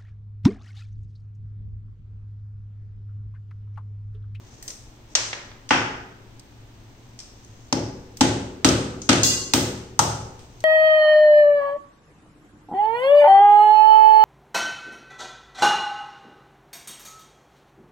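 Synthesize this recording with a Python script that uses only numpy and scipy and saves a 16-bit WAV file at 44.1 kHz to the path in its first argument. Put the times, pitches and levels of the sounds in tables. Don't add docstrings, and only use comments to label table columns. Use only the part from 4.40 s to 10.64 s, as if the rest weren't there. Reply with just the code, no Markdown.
import sys
import numpy as np
from scipy import signal
from scipy.fft import rfft, irfft
from scipy.io import wavfile
from scipy.ndimage import uniform_filter1d, minimum_filter1d

SR = 44100
rng = np.random.default_rng(int(sys.argv[2]) if len(sys.argv) > 2 else 0)


def digitize_waveform(pressure):
    field = np.atleast_2d(pressure).T
    bounded = np.clip(field, -1, 1)
    quanta = np.round(bounded * 32767).astype(np.int16)
    wavfile.write(sys.argv[1], SR, quanta)


N = 275184
RING = SR
BINS = np.fft.rfftfreq(8192, 1 / SR)

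# (time [s], thump [dB], wall flex [dB], low knock [dB], high knock [dB],
# plug snap [dB], snap frequency [Hz], snap width [Hz], crush [dB], crush corner [Hz], crush tilt [dB/octave],
# room against near sound for the body [dB], the same for the crack [dB])
BLOWS = [(1.307, 23, 27, 30, 26, 15, 5340, 2670, 24, 2920, -1.5, 6, 8.5),
         (3.3258, 30, 31.5, 23.5, 8, 15, 5400, 2200, 1, 14000, -2.3, -2.5, -3.5),
         (3.8088, 36.5, 40.5, 35.5, 21, 16, 6400, 2700, 21.5, 9900, -0.5, -5.5, -7),
         (4.2458, 37, 39.5, 28, 33, 4, 6000, 2700, 23.5, 10900, 0.3, -2.5, -4.5),
         (4.691, 37, 40, 30, 33, 15, 6160, 2700, 22.5, 9900, -1.5, -4, -5),
         (5.136, 30, 32.5, 23.5, 20.5, 15, 6000, 2000, 21, 15200, 1.63, 2, 1.5),
         (5.5911, 34, 13, 36.5, 32, 23.5, 5950, 2700, 24, 11300, 4, -3.5, -7)]
# (frequency [Hz], relative level [dB])
THUMP = [(30, 0), (50, -11), (70, -0.5), (110, 3), (290, -10.5), (450, -9), (570, -11.5), (690, -12),
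         (1200, -22), (3000, -28), (16000, -119)]
# (frequency [Hz], gain [dB])
WALL_COLOUR = [(100, -12), (700, -9), (1100, -8), (1520, 1.5), (1770, -2), (2000, 0), (2280, -2.5),
               (2600, 0), (3100, 1.5), (4500, -.5), (16000, 0)]
FLEX_HZ, FLEX_WIDTH_HZ = 260.6, 204
KNOCK_DELAY_S = 0.00176
KNOCK_DB = 2


def hammer(waves, level_db=0.05, knock_room_db=-10.0):
    out, ring = np.zeros((2, N)), wall_ring()
    for blow in BLOWS:
        s, thump_db, flex_db, low_db, high_db, snap_db, snap_hz, snap_width_hz = blow[:8]
        crush, (body_room_db, crack_room_db) = blow[8:11], blow[11:]
        thump = thump_db + read(THUMP, BINS)
        flex = flex_db + resonance(FLEX_HZ, FLEX_WIDTH_HZ)
        snap = snap_db + resonance(snap_hz, snap_width_hz)
        crushing = contact(*crush) + read(WALL_COLOUR, BINS)
        head = KNOCK_DB + knock(low_db, high_db)
        add(out, s, strike(together(thump, flex), body_room_db, waves + ring))
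        add(out, s, wall_flex(flex_db))
        add(out, s + KNOCK_DELAY_S, strike(head, body_room_db + knock_room_db, ring))
        add(out, s, strike(together(snap, crushing), crack_room_db, ring))
    return amp(level_db) * out


# (frequency [Hz], width [Hz])
KNOCK = [(850, 280), (1270, 330)]


def knock(*levels_db):
    peaks = [db + resonance(hz, width_hz) for db, (hz, width_hz) in zip(levels_db, KNOCK)]
    return together(*peaks)


def wall_flex(db, hz=274, t60=0.17, rise=0.0064, gain_db=-50):
    t = np.arange(RING) / SR
    envelope = (1 - np.exp(-t / rise)) * amp(db + gain_db - 60 * t / t60)
    swing = np.sin(2 * np.pi * hz * t) * envelope
    return np.array([swing, swing])


# (frequency [Hz], relative level [dB], decay time T60 [s])
WALL_MODES = [(266.5, -53, .33), (578, -56, .55), (623, -56, .55), (711, -58, .6), (834, -54, .6),
              (854, -55, .6), (941, -54, .6), (1026, -56, .55), (1200, -54, .55), (1320, -57, .5),
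              (1501, -54, .6), (1866, -56, .55), (2440, -57, .5), (3184, -54, .5)]


def wall_ring():
    t = np.arange(RING) / SR
    modes = np.zeros((2, RING))
    for hz, db, t60 in WALL_MODES:
        phase = rng.random((2, 1))
        modes += amp(db - 60 * t / t60) * np.sin(2 * np.pi * (hz * t + phase))
    return paired(modes)


# (time [s], relative level [dB], corner [Hz],
# tilt [dB/octave], snap [dB], snap frequency [Hz], snap width [Hz], room against near sound [dB])
CLICKS = [(0.2265, 2.5, 13500, 10, -4.5, 1850, 300, 0.5), (0.279, 4.5, 10300, 10, 3, 5900, 2200, 0.5),
          (0.2835, -7.5, 10000, 2, -8, 5800, 2200, 2), (0.304, -13.5, 10000, 0.5, -3.5, 5800, 2200, -19),
          (0.752, 18.5, 7000, 1, 20.5, 5930, 2700, -2), (0.9307, 3.5, 4460, -1, 8.5, 1840, 900, -2),
          (1.116, -14.5, 4000, -3, -20, 1900, 900, -2), (1.291, 3, 7950, 3.5, -12, 1900, 900, 3.5),
          (1.996, -11.5, 11200, 7.5, -13, 4600, 900, -10), (2.7905, -6, 9000, 5, -3, 5400, 1500, 1),
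          (2.802, -8, 9000, 5, -3, 5400, 1500, 1), (3.048, -20, 9000, 9, -17, 6400, 1200, -6),
          (3.771, -2, 14000, 5.5, -15, 5800, 2700, -0.5), (4.2889, 10, 7060, 5, 11, 5800, 2000, -10),
          (4.618, -0.5, 6940, 9, 6, 6400, 1000, 2), (4.7305, 8, 9900, -1, 7, 5800, 2700, -3),
          (5.992, -13, 10000, 3, -19, 3100, 600, 9), (6.2046, -12.5, 13070, 4, -13, 6400, 1500, -3)]


def clicks(waves, scatter=0.87):
    out = np.zeros((2, N))
    for s, *touch, snap_db, snap_hz, snap_width_hz, room_db in CLICKS:
        snap = snap_db + resonance(snap_hz, snap_width_hz)
        add(out, s, strike(together(contact(*touch), snap), room_db, waves, scatter))
    return out


# (frequency [Hz], relative level [dB], decay time T60 [s])
METAL = [(1082, -54, .7), (1561, -57, .7), (2003, -56, .6), (2503, -58, .8), (2750, -54, .5),
         (2828, -48.5, .45), (3241, -57, .6), (3335, -57, .5), (3475, -50, .5), (3905, -52, .5),
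         (3994, -53, .45), (4156, -55, .7), (4355, -45, .6), (4520, -53, .5), (4632, -51, .75),
         (4775, -51, .55), (4850, -46, .6), (4950, -47.5, .55), (5039, -52, .55), (5118, -51, .5),
         (5308, -51, .7), (5631, -53, .7), (5700, -50, .5), (5812, -47, .75), (5900, -52, .5),
         (6094, -51, .45), (6169, -50, .45), (6290, -50, .5), (6410, -45, .6), (6536, -46, .6),
         (6660, -48, .6), (6732, -44, .6), (6830, -48, .55), (7190, -49, .5), (7225, -46, .5),
         (7267, -44, .55), (7580, -51, .6), (7862, -51, .7), (7973, -52, .45), (8365, -51, .6),
         (8605, -53, .45), (8832, -50, .45), (9049, -55, .6)]
# (time [s], relative clang level [dB], relative tick level [dB])
RATTLE = [(4.8323, 73.5, 19), (4.8482, 64.5, 18.5), (4.866, 64.5, 12), (4.8831, 64.5, 4), (4.9038, 66, -3)]
RING_DB = 13


def metal(sharpness=60, room_db=7, spread_hz=20, tick_hz=13000, tick_tilt_db=12, count=5):
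    power = sum(amp(2 * db) / (1 + (2 * sharpness * (BINS / hz - 1)) ** 2) ** 2 for hz, db, _ in METAL)
    modes_db = 10 * np.log10(power)
    t, out = np.arange(RING) / SR, np.zeros((2, N))
    for s, clang_db, tick_db in RATTLE:
        tick = contact(tick_db, tick_hz, tick_tilt_db)
        add(out, s, strike(together(clang_db + modes_db, tick), room_db, 0))
    for hz, db, t60 in METAL:
        partial_hz = hz + spread_hz * rng.uniform(-1.05, 1, (count, 1))
        cluster = np.exp(2j * np.pi * partial_hz * t)
        ports = np.exp(2j * np.pi * rng.random((2, count)))
        beating = (ports @ cluster).imag / np.sqrt(count)
        add(out, RATTLE[0][0], beating * amp(RING_DB + db - 60 * t / t60))
    return out


# (middle [s], length between 1/e points [s], level [dB])
STROKES = [(0.197, 0.29, -56), (0.305, .06, -50), (0.725, 0.06, -58), (3.192, 0.98, -64), (4.655, .1, -58),
           (6.202, .3, -67)]
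# (frequency [Hz], relative level [dB])
BRUSH_COLOUR = [(100, 6), (400, 11), (900, 1), (2000, 0), (4000, -2), (6300, 10.5), (9000, -1.5),
                (15000, -30)]
RESTING_DB = -66.5


def brushing(grain_db=3, size=300):
    t = np.arange(N) / SR
    level = np.full(N, amp(RESTING_DB))
    for middle_s, length_s, db in STROKES:
        level += amp(db) * np.exp(-(2 * (t - middle_s) / length_s) ** 2)
    grain = np.tanh(evened(uniform_filter1d(rng.standard_normal(N), size)))
    hiss = coloured(paired(rng.standard_normal((2, N))), BRUSH_COLOUR) * amp(grain_db * grain)
    return level * evened(hiss)


# (frequency [Hz], relative spectral density [dB])
AIR = [(25, -13), (40, -5.5), (52, -22), (66, -6), (80, -24), (112, 0.5), (150, -21), (260, -15),
       (380, -20), (520, -24.5), (850, -23.5), (1400, -29.5), (3500, -31), (7000, -38), (15000, -31)]
AIR_DB = -50


def air(waver_db=1.0, size=3000):
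    waver = evened(uniform_filter1d(uniform_filter1d(rng.standard_normal(N), size), size))
    noise = evened(coloured(paired(rng.standard_normal((2, N))), AIR))
    rumble = signal.sosfiltfilt(signal.butter(2, 200, fs=SR, output="sos"), noise)
    return amp(AIR_DB) * (noise + rumble * (amp(waver_db * waver) - 1))


def contact(db, corner_hz, tilt_db, steepness=9.5, bass_hz=400):
    ratio = (BINS + 1) / corner_hz
    treble_loss = 1 + ratio ** steepness
    bass_loss = 1 + (bass_hz / (BINS + 1)) ** 2
    return db + tilt_db * np.log2(ratio) - 10 * np.log10(treble_loss * bass_loss)


def resonance(hz, width_hz):
    detuning = hz / width_hz * (BINS / hz - hz / (BINS + 1))
    return -20 * np.log10(1 + detuning ** 2)


def together(*parts_db):
    return 10 * np.log10(sum(amp(2 * db) for db in parts_db) + 1e-10)


def strike(db, room_db, waves, scatter=1):
    response = near_field(scatter) + amp(room_db) * (room_tail() + waves)
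    sound = signal.fftconvolve(response, causal(db)[None], axes=1)
    return sound / np.sqrt(1 + amp(2 * room_db))


# (frequency [Hz], gain [dB])
DIRECT = [(30, -58), (100, -20), (190, -7.5), (290, -8), (400, -10.5), (600, -4), (1200, -2), (3000, 0.5),
          (6000, 4.5), (14000, 0.5)]
# (frequency [Hz], amplitude share at scatter 1 [0-1])
SCATTER = [(100, 1), (700, 0.53), (1400, 0.78), (3000, 1), (16000, 0.93)]


def near_field(scatter, port_lag_s=0.00012, size=4096):
    t, hz = np.arange(size) / SR, np.fft.rfftfreq(size, 1 / SR)
    fade = np.exp(-(t / .0055) ** 2) + .22 * np.exp(-t / .012)
    cluster = paired(rng.standard_normal((2, size))) * fade
    cluster /= np.linalg.norm(cluster, axis=1, keepdims=True)
    share = np.clip(scatter * read(SCATTER, hz), 0, 1)
    first = np.array([t == 0, np.arange(size) == round(port_lag_s * SR)], float)
    sound = irfft(share * rfft(cluster) + np.sqrt(1 - share ** 2) * rfft(first), size)
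    sound *= np.hanning(2 * size)[size:]
    return coloured(np.pad(sound, ((0, 0), (0, RING - size))), DIRECT)


# (frequency [Hz], decay time T60 [s])
ROOM_T60 = [(80, 1.2), (250, 1.84), (560, 0.78), (1400, 0.77), (3500, 0.62), (7000, 0.63), (14000, 0.42)]
# (frequency [Hz], gain [dB])
DIFFUSE = [(30, -28), (55, -5), (110, -10.5), (300, -12), (480, 1), (680, 1), (900, 2), (16000, 1)]


def room_tail(rise=0.00055, build_cycles=0.83):
    hz, t, z = signal.stft(paired(rng.standard_normal((2, RING))), SR, nperseg=256)
    t60 = np.maximum(read(ROOM_T60, hz), .05)[:, None]
    z = z * amp(-60 * t / t60) * np.sqrt(2 * np.log(1000) / (t60 * SR))
    z = z * (1 - np.exp(-hz[:, None] * (t + t[1]) / build_cycles))
    tail = signal.istft(z, SR, nperseg=256)[1][:, :RING]
    return coloured(tail * (1 - np.exp(-np.arange(RING) / SR / rise)), DIFFUSE)


# (frequency [Hz], relative level [dB], decay time T60 [s], build-up time [s])
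ROOM_MODES = [(69.2, -2.5, 1.2, .02), (85.4, -8.5, 1.4, .02), (101.3, -5, .7, 0.013),
              (110.7, 1.5, 0.53, 0.24), (119.54, -5, .7, 0.034), (130.8, -3.5, .7, 0.027),
              (149.8, 2, 0.81, 0.012), (168.7, -4.5, 0.93, .02), (183.3, -3, 0.77, 0.022),
              (204.5, -2, 0.92, .01), (209.3, -4.5, 0.93, .01), (249.1, -4, 0.65, 0.16),
              (258, -7.5, 0.83, 0.04), (267.7, -3.5, 0.7, 0.021), (274.4, 1.5, 0.61, 0.035),
              (291, -0.5, 0.64, 0.029), (304.5, -1.5, 0.72, 0.018), (325.5, 4, 0.3, 0.03),
              (335.2, -5, 0.53, .04), (353.5, 4.5, 0.6, 0.026), (358, -3, 0.94, .02),
              (375.8, 1.5, 1.14, 0.073), (411.4, -1.5, 0.36, 0.016), (436.6, -1, 0.42, .04),
              (461, -4.5, 0.85, 0.0097), (492, -1, 1.2, 0.0035), (534, 0.5, 0.87, .02),
              (555, -3, 0.59, 0.018), (564, -3.5, 0.92, 0.024), (585.5, -1.5, .55, .02),
              (585, 0, 0.33, .02), (651, -6.5, 1.3, 0.022)]


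def standing_waves(modes_db=-1.5):
    t = np.arange(RING) / SR
    hz, db, t60, build_up = np.transpose(ROOM_MODES)[:, :, None]
    swell = amp(-60 * t / t60) * (1 - np.exp(-t / build_up))
    swell /= np.linalg.norm(swell, axis=1, keepdims=True)
    tones = np.sin(2 * np.pi * (hz * t + rng.random(hz.shape)))
    waves = (amp(db) * swell * tones).sum(0)
    return amp(modes_db) * waves / np.linalg.norm(waves) * np.sqrt(2 * np.ptp(hz) / SR)


# (frequency [Hz], correlation [-1 to 1])
SAME = [(25, 0.98), (70, 0.98), (150, 0.95), (270, 0.85), (450, 0.63), (740, 0.33), (1200, 0.004),
        (16000, 0.063)]


def paired(x):
    a, b = rfft(x)
    same = np.clip(read(SAME, np.fft.rfftfreq(x.shape[1], 1 / SR)), -1, 1)
    return irfft(np.array([a, same * a + np.sqrt(1 - same ** 2) * b]), x.shape[1])


def causal(db, size=4096):
    log_gain = np.log(amp(np.r_[db, db[-2:0:-1]]))
    return np.fft.ifft(np.exp(np.conj(signal.hilbert(log_gain)))).real[:size]


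def coloured(x, points):
    return signal.fftconvolve(x, causal(read(points, BINS))[None], axes=1)[:, :x.shape[1]]


def read(points, hz):
    f, value = np.transpose(points)
    return np.interp(np.log(hz + 1), np.log(f + 1), value)


def amp(db):
    return 10 ** (np.asarray(db) / 20)


def evened(x):
    return x / np.sqrt(np.mean(x ** 2) + 1e-20)


def add(mix, s, sound):
    part = mix[:, round(s * SR):][:, :sound.shape[1]]
    part += sound[:, :part.shape[1]]


def scene():
    waves = standing_waves()
    return hammer(waves) + clicks(waves) + metal() + brushing() + air()


# (frequency [Hz], gain [dB])
LEFT_PORT = [(20, 6.5), (5300, 0.5), (6400, 3.5), (7300, -4.5), (8000, -11.5), (9300, -14), (10300, -43),
             (14000, -10), (15600, -30)]
RIGHT_PORT = [(20, 4.5), (5300, 0.5), (6400, -5), (8200, 2), (9500, -11), (10500, -19), (13000, -9.5),
              (15600, -10.5)]
EDGE_HZ = 15900


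def record(dry, size=90):
    x = np.vstack([coloured(dry[:1], LEFT_PORT), coloured(dry[1:], RIGHT_PORT)])
    gain = np.minimum(1, .93 / (abs(x).max(0) + 1e-9))
    x = x * uniform_filter1d(minimum_filter1d(gain, size), size)
    band_limit = signal.firwin(255, EDGE_HZ, window=("kaiser", 9), fs=SR)
    return signal.oaconvolve(x, band_limit[None], "same")


dry = scene()
out = record(dry)
digitize_waveform(out)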